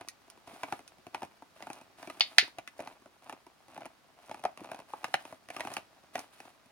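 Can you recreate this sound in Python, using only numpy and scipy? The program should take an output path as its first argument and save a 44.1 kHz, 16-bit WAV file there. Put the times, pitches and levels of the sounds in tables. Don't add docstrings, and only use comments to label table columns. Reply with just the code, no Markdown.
import sys
import numpy as np
from scipy import signal
from scipy.fft import rfft, irfft, next_fast_len
from scipy.io import wavfile
from scipy.ndimage import uniform_filter1d

SR = 44100
rng = np.random.default_rng(int(sys.argv[2]) if len(sys.argv) > 2 else 0)


def log_audio(samples):
    frames = np.atleast_2d(samples).T
    limited = np.clip(frames, -1, 1)
    pcm = np.round(limited * 32767).astype(np.int16)
    wavfile.write(sys.argv[1], SR, pcm)


N = 295911
TIME_S = np.arange(N) / SR
AGE_S = np.arange(SR // 4) / SR
ONSET_SAMPLES = round(0.012 * SR)


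def undb(db):
    return 10 ** (np.asarray(db) / 20)


def rms(x):
    return np.sqrt(np.mean(x ** 2))


def level(x, db):
    return x * undb(db) / rms(x)


def hit_level(x, db):
    return x * undb(db) / rms(x[..., :ONSET_SAMPLES])


def add(out, time_s, x):
    start = max(int(time_s * SR), 0)
    out[:, start:start + x.shape[-1]] += x[..., :N - start]


def along(table, hz):
    table_hz, value = np.transpose(table)
    return np.interp(np.log(hz + 1), np.log(table_hz), value)


def colour(x, table):
    length = x.shape[-1]
    size = next_fast_len(length // 2 + SR // 20) * 2
    hz = np.arange(size // 2 + 1) * SR / size
    cepstrum = irfft(np.log(undb(along(table, hz))))
    cepstrum[1:size // 2] *= 2
    cepstrum[size // 2 + 1:] = 0
    response = np.exp(rfft(cepstrum))
    return irfft(rfft(x, size) * response)[..., :length]


def noise(length, apart):
    return rng.standard_normal(length) + apart * rng.standard_normal((2, length))


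def walk(rate_hz):
    step = int(SR / rate_hz)
    held = np.repeat(rng.standard_normal(N // step + 1), step)
    return level(uniform_filter1d(held, step)[:N], 0)


def decay(age_s, t60_s):
    return np.exp(-np.log(1000) * age_s / t60_s)


def rise(time_constant_s):
    return 1 - np.exp(-AGE_S / time_constant_s)


def mode(hz, t60_s, phase_rad=0):
    return np.sin(2 * np.pi * hz * AGE_S + phase_rad) * decay(AGE_S, t60_s)


def burst(table, t60_s, after_db, after_t60_s, apart):
    fade = decay(AGE_S, t60_s) + undb(after_db) * decay(AGE_S, after_t60_s)
    return colour(noise(len(AGE_S), apart) * fade * rise(0.00047), table)


# (time [s], panel pitch [Hz], pock level [dB], wall rattle level [dB])
LARGE_CREASES = [(.4736, 825, -53.5, -63), (.633, 1008, -35, -40), (.724, 814, -32, -40),
                 (.7917, 710, -53, -58.5), (1.0667, 704, -49, -55.5), (1.1461, 876, -35.5, -40.5),
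                 (1.2206, 881, -40.5, -52.5), (1.2303, 774, -40.5, -49), (1.4224, 885, -48.5, -66),
                 (1.624, 758.7, -47.5, -48), (1.6697, 865, -42.5, -54.5), (1.7009, 810, -41.5, -49.5),
                 (2.028, 700, -47.5, -50.5), (2.0733, 670, -48.5, -50.5), (2.0995, 1244, -44, -46.5),
                 (2.5848, 697, -40, -43.5), (2.6755, 660.3, -69, -43.5), (2.7923, 593, -39, -57),
                 (2.8038, 584, -40, -49.5), (2.8738, 868, -43.5, -49), (3.0585, 604, -53.5, -69),
                 (3.2955, 865, -41.5, -48), (3.3255, 836, -45.5, -53), (3.4662, 968, -54, -64),
                 (3.7769, 848.7, -42, -57), (4.295, 640, -48.5, -57.5), (4.3129, 855, -38.5, -50),
                 (4.3438, 836, -45, -53), (4.438, 720, -38.5, -47), (4.4517, 731, -25.5, -41),
                 (4.5743, 660, -55, -51), (4.7157, 690, -39, -47.5), (4.7451, 790, -45, -53.5),
                 (4.9356, 859, -36, -57), (5.043, 762, -36, -34.5), (5.1405, 797, -26.5, -26.5),
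                 (5.2519, 900, -47.5, -52), (5.325, 644, -44, -61), (5.4867, 658, -55.5, -51.5),
                 (5.5023, 697, -43, -44.5), (5.5647, 1213, -41, -42), (5.6059, 658.5, -38, -37),
                 (5.6496, 765, -42.5, -49), (5.6722, 817, -39, -45), (5.767, 793, -38.5, -35.5),
                 (6.1548, 728, -33, -38), (6.4024, 800, -51, -52)]
TICK_DB, TICK_GROWTH_DB_PER_DB = -21.5, 0.72
THUMP_DB, THUMP_GROWTH_DB_PER_DB = -36, 0.41
GIVE_MAX_LEAD_S, GIVE_DB = 0.0023, -22


def creases(flips):
    out = np.zeros((2, N))
    for time_s, hz, panel_db, wall_db in flips:
        pock = hit_level(panel(hz, t60_s=0.026, rise_s=0.001, others_db=-2.5), panel_db)
        rattle = hit_level(wall(), wall_db)
        contact = tick(TICK_DB + TICK_GROWTH_DB_PER_DB * wall_db)
        jolt = thump(THUMP_DB + THUMP_GROWTH_DB_PER_DB * panel_db)
        add(out, time_s, pock + rattle + contact + jolt)

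        give = contact + hit_level(wall(), wall_db)
        add(out, time_s - GIVE_MAX_LEAD_S * rng.random(), undb(GIVE_DB) * give)
    return out


# (frequency [Hz], level per Hz [dB])
PANEL_COLOUR = [(70, -41.5), (250, -27), (480, -16), (650, -2), (850, -4.5), (1100, -9.5), (1400, -13),
                (2500, -36.5), (5000, -64)]


def panel(hz, t60_s, rise_s, others_db):
    main = mode(hz, t60_s) * rise(rise_s)
    others = burst(PANEL_COLOUR, t60_s=0.016, after_db=-19, after_t60_s=0.09, apart=0.12)
    return hit_level(main, 0) + hit_level(others, others_db)


# (frequency [Hz], level per Hz [dB])
WALL_COLOUR = [(120, -50.5), (600, -29.5), (1300, -4), (1900, -1.5), (2550, 3), (3400, -7.5), (5000, -15),
               (7000, -24.5), (14000, -48)]
LOW_WALL_MODES_HZ = [1166, 1466, 1760, 1968, 2425, 2480]


def wall():
    rattle = burst(WALL_COLOUR, t60_s=0.01, after_db=-17, after_t60_s=0.06, apart=0.55)
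    ring = 0
    for hz in LOW_WALL_MODES_HZ:
        size, bend = rng.standard_normal(2)
        ring = ring + size * mode(hz * (1 + 0.04 * bend), t60_s=0.036)
    return hit_level(rattle, 0) + hit_level(ring, -1)


# (frequency [Hz], level per Hz [dB])
TICK_COLOUR = [(200, -40), (1500, -18.5), (4000, -0.5), (6300, 2), (7600, -8), (9600, 0), (12000, -8.5),
               (15500, -13.5)]


def tick(db):
    contact = burst(TICK_COLOUR, t60_s=0.006, after_db=-19, after_t60_s=0.065, apart=0.8)
    return hit_level(contact, db)


# (frequency [Hz], level per Hz [dB])
THUMP_COLOUR = [(40, -29), (100, -8), (200, -6.5), (285, 2.5), (400, -4.5), (600, -14), (1200, -63)]
BOOM_HZ, BOOM_SPREAD_RATIO, BOOM_DB = 300, 0.16, -4


def thump(db):
    boom_hz = BOOM_HZ * (1 + BOOM_SPREAD_RATIO * rng.standard_normal())
    boom = mode(boom_hz, t60_s=0.05) * rise(0.0015)
    jolt = burst(THUMP_COLOUR, t60_s=0.03, after_db=-13, after_t60_s=0.073, apart=0.1)
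    return hit_level(hit_level(jolt, 0) + hit_level(boom, BOOM_DB), db)


# (time [s], lowest ringing pitch [Hz], ring level [dB], crack level [dB], panel level [dB], tick level [dB])
PANEL_SNAPS = [(2.2068, 2783, -27.5, -20, -35.5, -44.5), (2.383, 1958, -25, -12.5, -32.5, -29.5)]
# (frequency [Hz], relative level [dB], t60 [s])
SNAP_MODES = [(1870, -8.5, 0.098), (2130, 3.5, 0.046), (2300, -11, .11), (2325, -1.5, 0.079),
              (2590, 4.5, 0.066), (3144, -20, .1), (3482, -7, .13), (3720, -6.5, 0.18), (3580, 2, 0.11),
              (4200, -5, 0.068), (4250, -1.5, 0.12), (4460, -3.5, 0.13), (4920, 3, 0.084), (5250, -13, .11),
              (5980, -13.5, 0.063)]
# (frequency [Hz], level per Hz [dB])
CRACK_COLOUR = [(500, -33), (1300, -7), (2050, 2.5), (2800, 1.5), (3500, -3), (4500, -1), (5500, -12),
                (6500, -13), (7600, -28.5), (15000, -43.5)]


def snap_ring(low_hz):
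    ring = 0
    for hz, db, t60_s in SNAP_MODES:
        partials_hz = hz * (1 + 0.022 * rng.standard_normal(size=9))
        cluster = sum(mode(f, t60_s, rng.uniform(0, 2 * np.pi)) for f in partials_hz)
        ring = ring + undb(db) * cluster / (1 + (low_hz / hz) ** 8)
    return ring * rise(0.00086)


def snaps():
    out = np.zeros((2, N))
    for time_s, low_hz, ring_db, crack_db, panel_db, tick_db in PANEL_SNAPS:
        ring = snap_ring(low_hz)
        crack = burst(CRACK_COLOUR, t60_s=0.012, after_db=-21, after_t60_s=0.13, apart=0.45)
        highpass = signal.butter(5, 0.69 * low_hz, "highpass", fs=SR, output="sos")
        crack = signal.sosfilt(highpass, crack)
        pock = panel(720, t60_s=0.025, rise_s=0.0005, others_db=5)
        contact = burst(TICK_COLOUR, t60_s=0.0037, after_db=-23.5, after_t60_s=0.08, apart=0.33)
        hit = hit_level(ring, ring_db) + hit_level(crack, crack_db)
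        hit = hit + hit_level(pock, panel_db) + hit_level(contact, tick_db)
        add(out, time_s, hit)
    return out


# (start [s], end [s], pressure level [dB], brushing fur level [dB])
CHEWING_BOUTS = [(0, .025, -55, -83), (0.466, 0.769, -57, -63.5), (1.138, 1.241, -56, -69),
                 (1.556, 1.785, -56, -66.5), (1.979, 2.48, -62, -65), (2.766, 2.924, -58, -71),
                 (3.225, 3.35, -58, -71.5), (3.686, 3.861, -55, -73), (4.177, 4.48, -60.5, -72),
                 (4.58, 4.799, -57, -71), (4.887, 5.334, -61.5, -65.5), (5.523, 5.78, -53, -59.5),
                 (6.14, 6.213, -53, -58.5), (6.324, 6.497, -63.5, -67)]
GRIP_ATTACK_S, GRIP_RELEASE_S, REST_PRESSURE_DB, REST_FUR_DB = 0.02, 0.034, -70.5, -76.5


def grip(column, rest_db):
    gain = np.full(N, undb(rest_db))
    for start_s, end_s, *levels_db in CHEWING_BOUTS:
        attack = np.clip((TIME_S - start_s) / GRIP_ATTACK_S + 0.5, 0, 1)
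        release = np.exp(-np.maximum(TIME_S - end_s, 0) / GRIP_RELEASE_S)
        gain = np.hypot(gain, attack * release * undb(levels_db[column]))
    return gain


SMALL_CREASES_PER_S, SMALL_PITCH_HZ, SMALL_PITCH_SPREAD_OCTAVES = 6, 764, 0.27
SMALL_SPREAD_DB, SMALL_PANEL_DB, SMALL_WALL_DB = 2, 4.5, -2


def small_creases(pressure):
    chance = rng.random(int(SMALL_CREASES_PER_S * N / SR))
    moments = np.searchsorted(np.cumsum(pressure), chance * pressure.sum())
    flips = []
    for at in moments:
        force, size = rng.standard_normal(2)
        db = 20 * np.log10(pressure[at]) + SMALL_SPREAD_DB * force
        hz = SMALL_PITCH_HZ * 2 ** (SMALL_PITCH_SPREAD_OCTAVES * size)
        flips.append((at / SR, hz, db + SMALL_PANEL_DB, db + SMALL_WALL_DB))
    return flips


def slips(rate_hz, spread_db):
    size = undb(spread_db * np.minimum(rng.exponential(size=N), 3.5))
    happens = rng.random(N) < rate_hz / SR
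    return happens * size * rng.choice([-1, 1], N)


# (frequency [Hz], level per Hz [dB])
FUR_COLOUR = [(400, -10), (1200, 12.5), (2200, 8.5), (4000, 5), (7500, -2.5), (9700, 0), (12000, -3),
              (15500, -7.5)]


def handling(pressure, brushing):
    jolts = slips(rate_hz=520, spread_db=5) * undb(2 * walk(70))
    scrape = level(colour(jolts, PANEL_COLOUR), 0.27)
    scrape = scrape + level(colour(jolts, WALL_COLOUR), -7.5)
    scrape = scrape + level(colour(jolts, THUMP_COLOUR), -8)
    scrape = scrape + level(colour(slips(rate_hz=150, spread_db=7.5), TICK_COLOUR), -18)

    hairs = np.array([slips(rate_hz=4000, spread_db=4.5) for _ in range(3)]) * undb(1.5 * walk(60))
    shared, own = hairs[0], hairs[1:]
    fur = level(colour(shared + own, FUR_COLOUR), 3.5)
    return scrape * pressure + fur * brushing


# (time [s], level [dB])
BOTTLE_BUMPS = [(.53, -53), (.726, -44.5), (1.0675, -49.5), (1.23, -45.5), (1.701, -50), (2.074, -46.5),
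                (2.425, -47.5), (2.803, -50.5), (4.611, -45.5), (5.652, -49.5), (6.156, -48)]


def bumps():
    out = np.zeros((2, N))
    for time_s, db in BOTTLE_BUMPS:
        add(out, time_s, thump(db))
    return out


# (time [s], level [dB])
TOOTH_SLIPS = [(0.0856, -42), (0.3004, -54.5), (0.8774, -54), (1.7313, -52.5), (2.1971, -50.5),
               (5.738, -46), (6.192, -46)]


def tooth_clicks():
    out = np.zeros((2, N))
    for time_s, db in TOOTH_SLIPS:
        add(out, time_s, tick(db) + hit_level(wall(), db - 6.5))
    return out


# (delay [s], level [dB])
NEAR_ECHOES = [(.0064, -18), (0.0115, -14.5)]


def echoes(x):
    bandpass = signal.butter(1, [1500, 6500], "bandpass", fs=SR, output="sos")
    upper = signal.sosfilt(bandpass, x)
    out = x
    for delay_s, db in NEAR_ECHOES:
        delayed = np.pad(upper, ((0, 0), (int(delay_s * SR), 0)))[:, :N]
        out = out + undb(db) * delayed
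    return out


# (frequency [Hz], left minus right [dB])
PORT_BALANCE_DB = [(100, 2.5), (700, 1.5), (1300, -0.5), (2500, -2), (4400, 1), (7000, 2), (9500, -5),
                   (12500, 6), (15000, 6)]
# (frequency [Hz], lead of the left [rad])
PORT_LEAD_RAD = [(100, 0.065), (850, 0.079), (1500, 1), (2400, 1.3), (3400, 1.79), (6000, 1.98), (9500, 2),
                 (14000, 1.5)]
PORT_RING_HZ, PORT_RING_WIDTH_HZ, PORT_RING_GAIN = 9630, 1400, 1.1


def ports(x):
    size = next_fast_len(N + SR // 10) * 2
    hz = np.arange(size // 2 + 1) * SR / size
    half = undb(along(PORT_BALANCE_DB, hz) / 2) * np.exp(0.5j * along(PORT_LEAD_RAD, hz))
    cavity = 1 + PORT_RING_GAIN / (1 + 2j * (hz - PORT_RING_HZ) / PORT_RING_WIDTH_HZ)
    return irfft(rfft(x, size) * np.array([half, cavity / half]))[:, :N]


def room(x, wet_db, t60_s, treble_hz, gap_s):
    age_s = np.arange(SR // 2) / SR
    fade_in = np.clip(age_s / gap_s - 1, 0, 1)
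    tail = rng.standard_normal((2, len(age_s))) * decay(age_s, t60_s) * fade_in
    tail = tail / np.sqrt(np.mean(np.sum(tail ** 2, axis=1)))
    tail = signal.sosfilt(signal.butter(2, treble_hz, fs=SR, output="sos"), tail)
    return undb(wet_db) * signal.fftconvolve(x[None], tail, axes=1)[:, :N]


# (frequency [Hz], level per Hz [dB])
ROOM_AIR_COLOUR = [(25, 6.5), (60, 5), (120, -1), (280, 0), (600, -3), (1400, -4), (2500, -10), (5000, -12),
                   (10000, -23.5), (15500, -23.5)]
ROOM_MID_DB, ROOM_SIDE_DB = -66.5, -68.5


def room_air():
    mid = level(colour(rng.standard_normal(N), ROOM_AIR_COLOUR), ROOM_MID_DB)
    side = level(colour(rng.standard_normal(N), ROOM_AIR_COLOUR), ROOM_SIDE_DB)
    drift = undb(0.8 * walk(2))
    return (mid + side * np.array([[1], [-1]])) * drift


def scene():
    pressure = grip(0, REST_PRESSURE_DB)
    brushing = grip(1, REST_FUR_DB)
    flips = LARGE_CREASES + small_creases(pressure)
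    bottle = creases(flips) + snaps() + handling(pressure, brushing) + bumps() + tooth_clicks()
    bottle = echoes(bottle)
    reflections = room(bottle.mean(axis=0), wet_db=-12.5, t60_s=0.2, treble_hz=5930, gap_s=0.0013)
    return ports(bottle) + reflections + room_air()


def record(dry):
    clipped = np.clip(dry, -1, 1)
    thin = signal.sosfilt(signal.butter(2, 85, "highpass", fs=SR, output="sos"), clipped)
    return signal.sosfilt(signal.ellip(10, 0.2, 80, 16000, fs=SR, output="sos"), thin)


dry = scene()
out = record(dry)
log_audio(out)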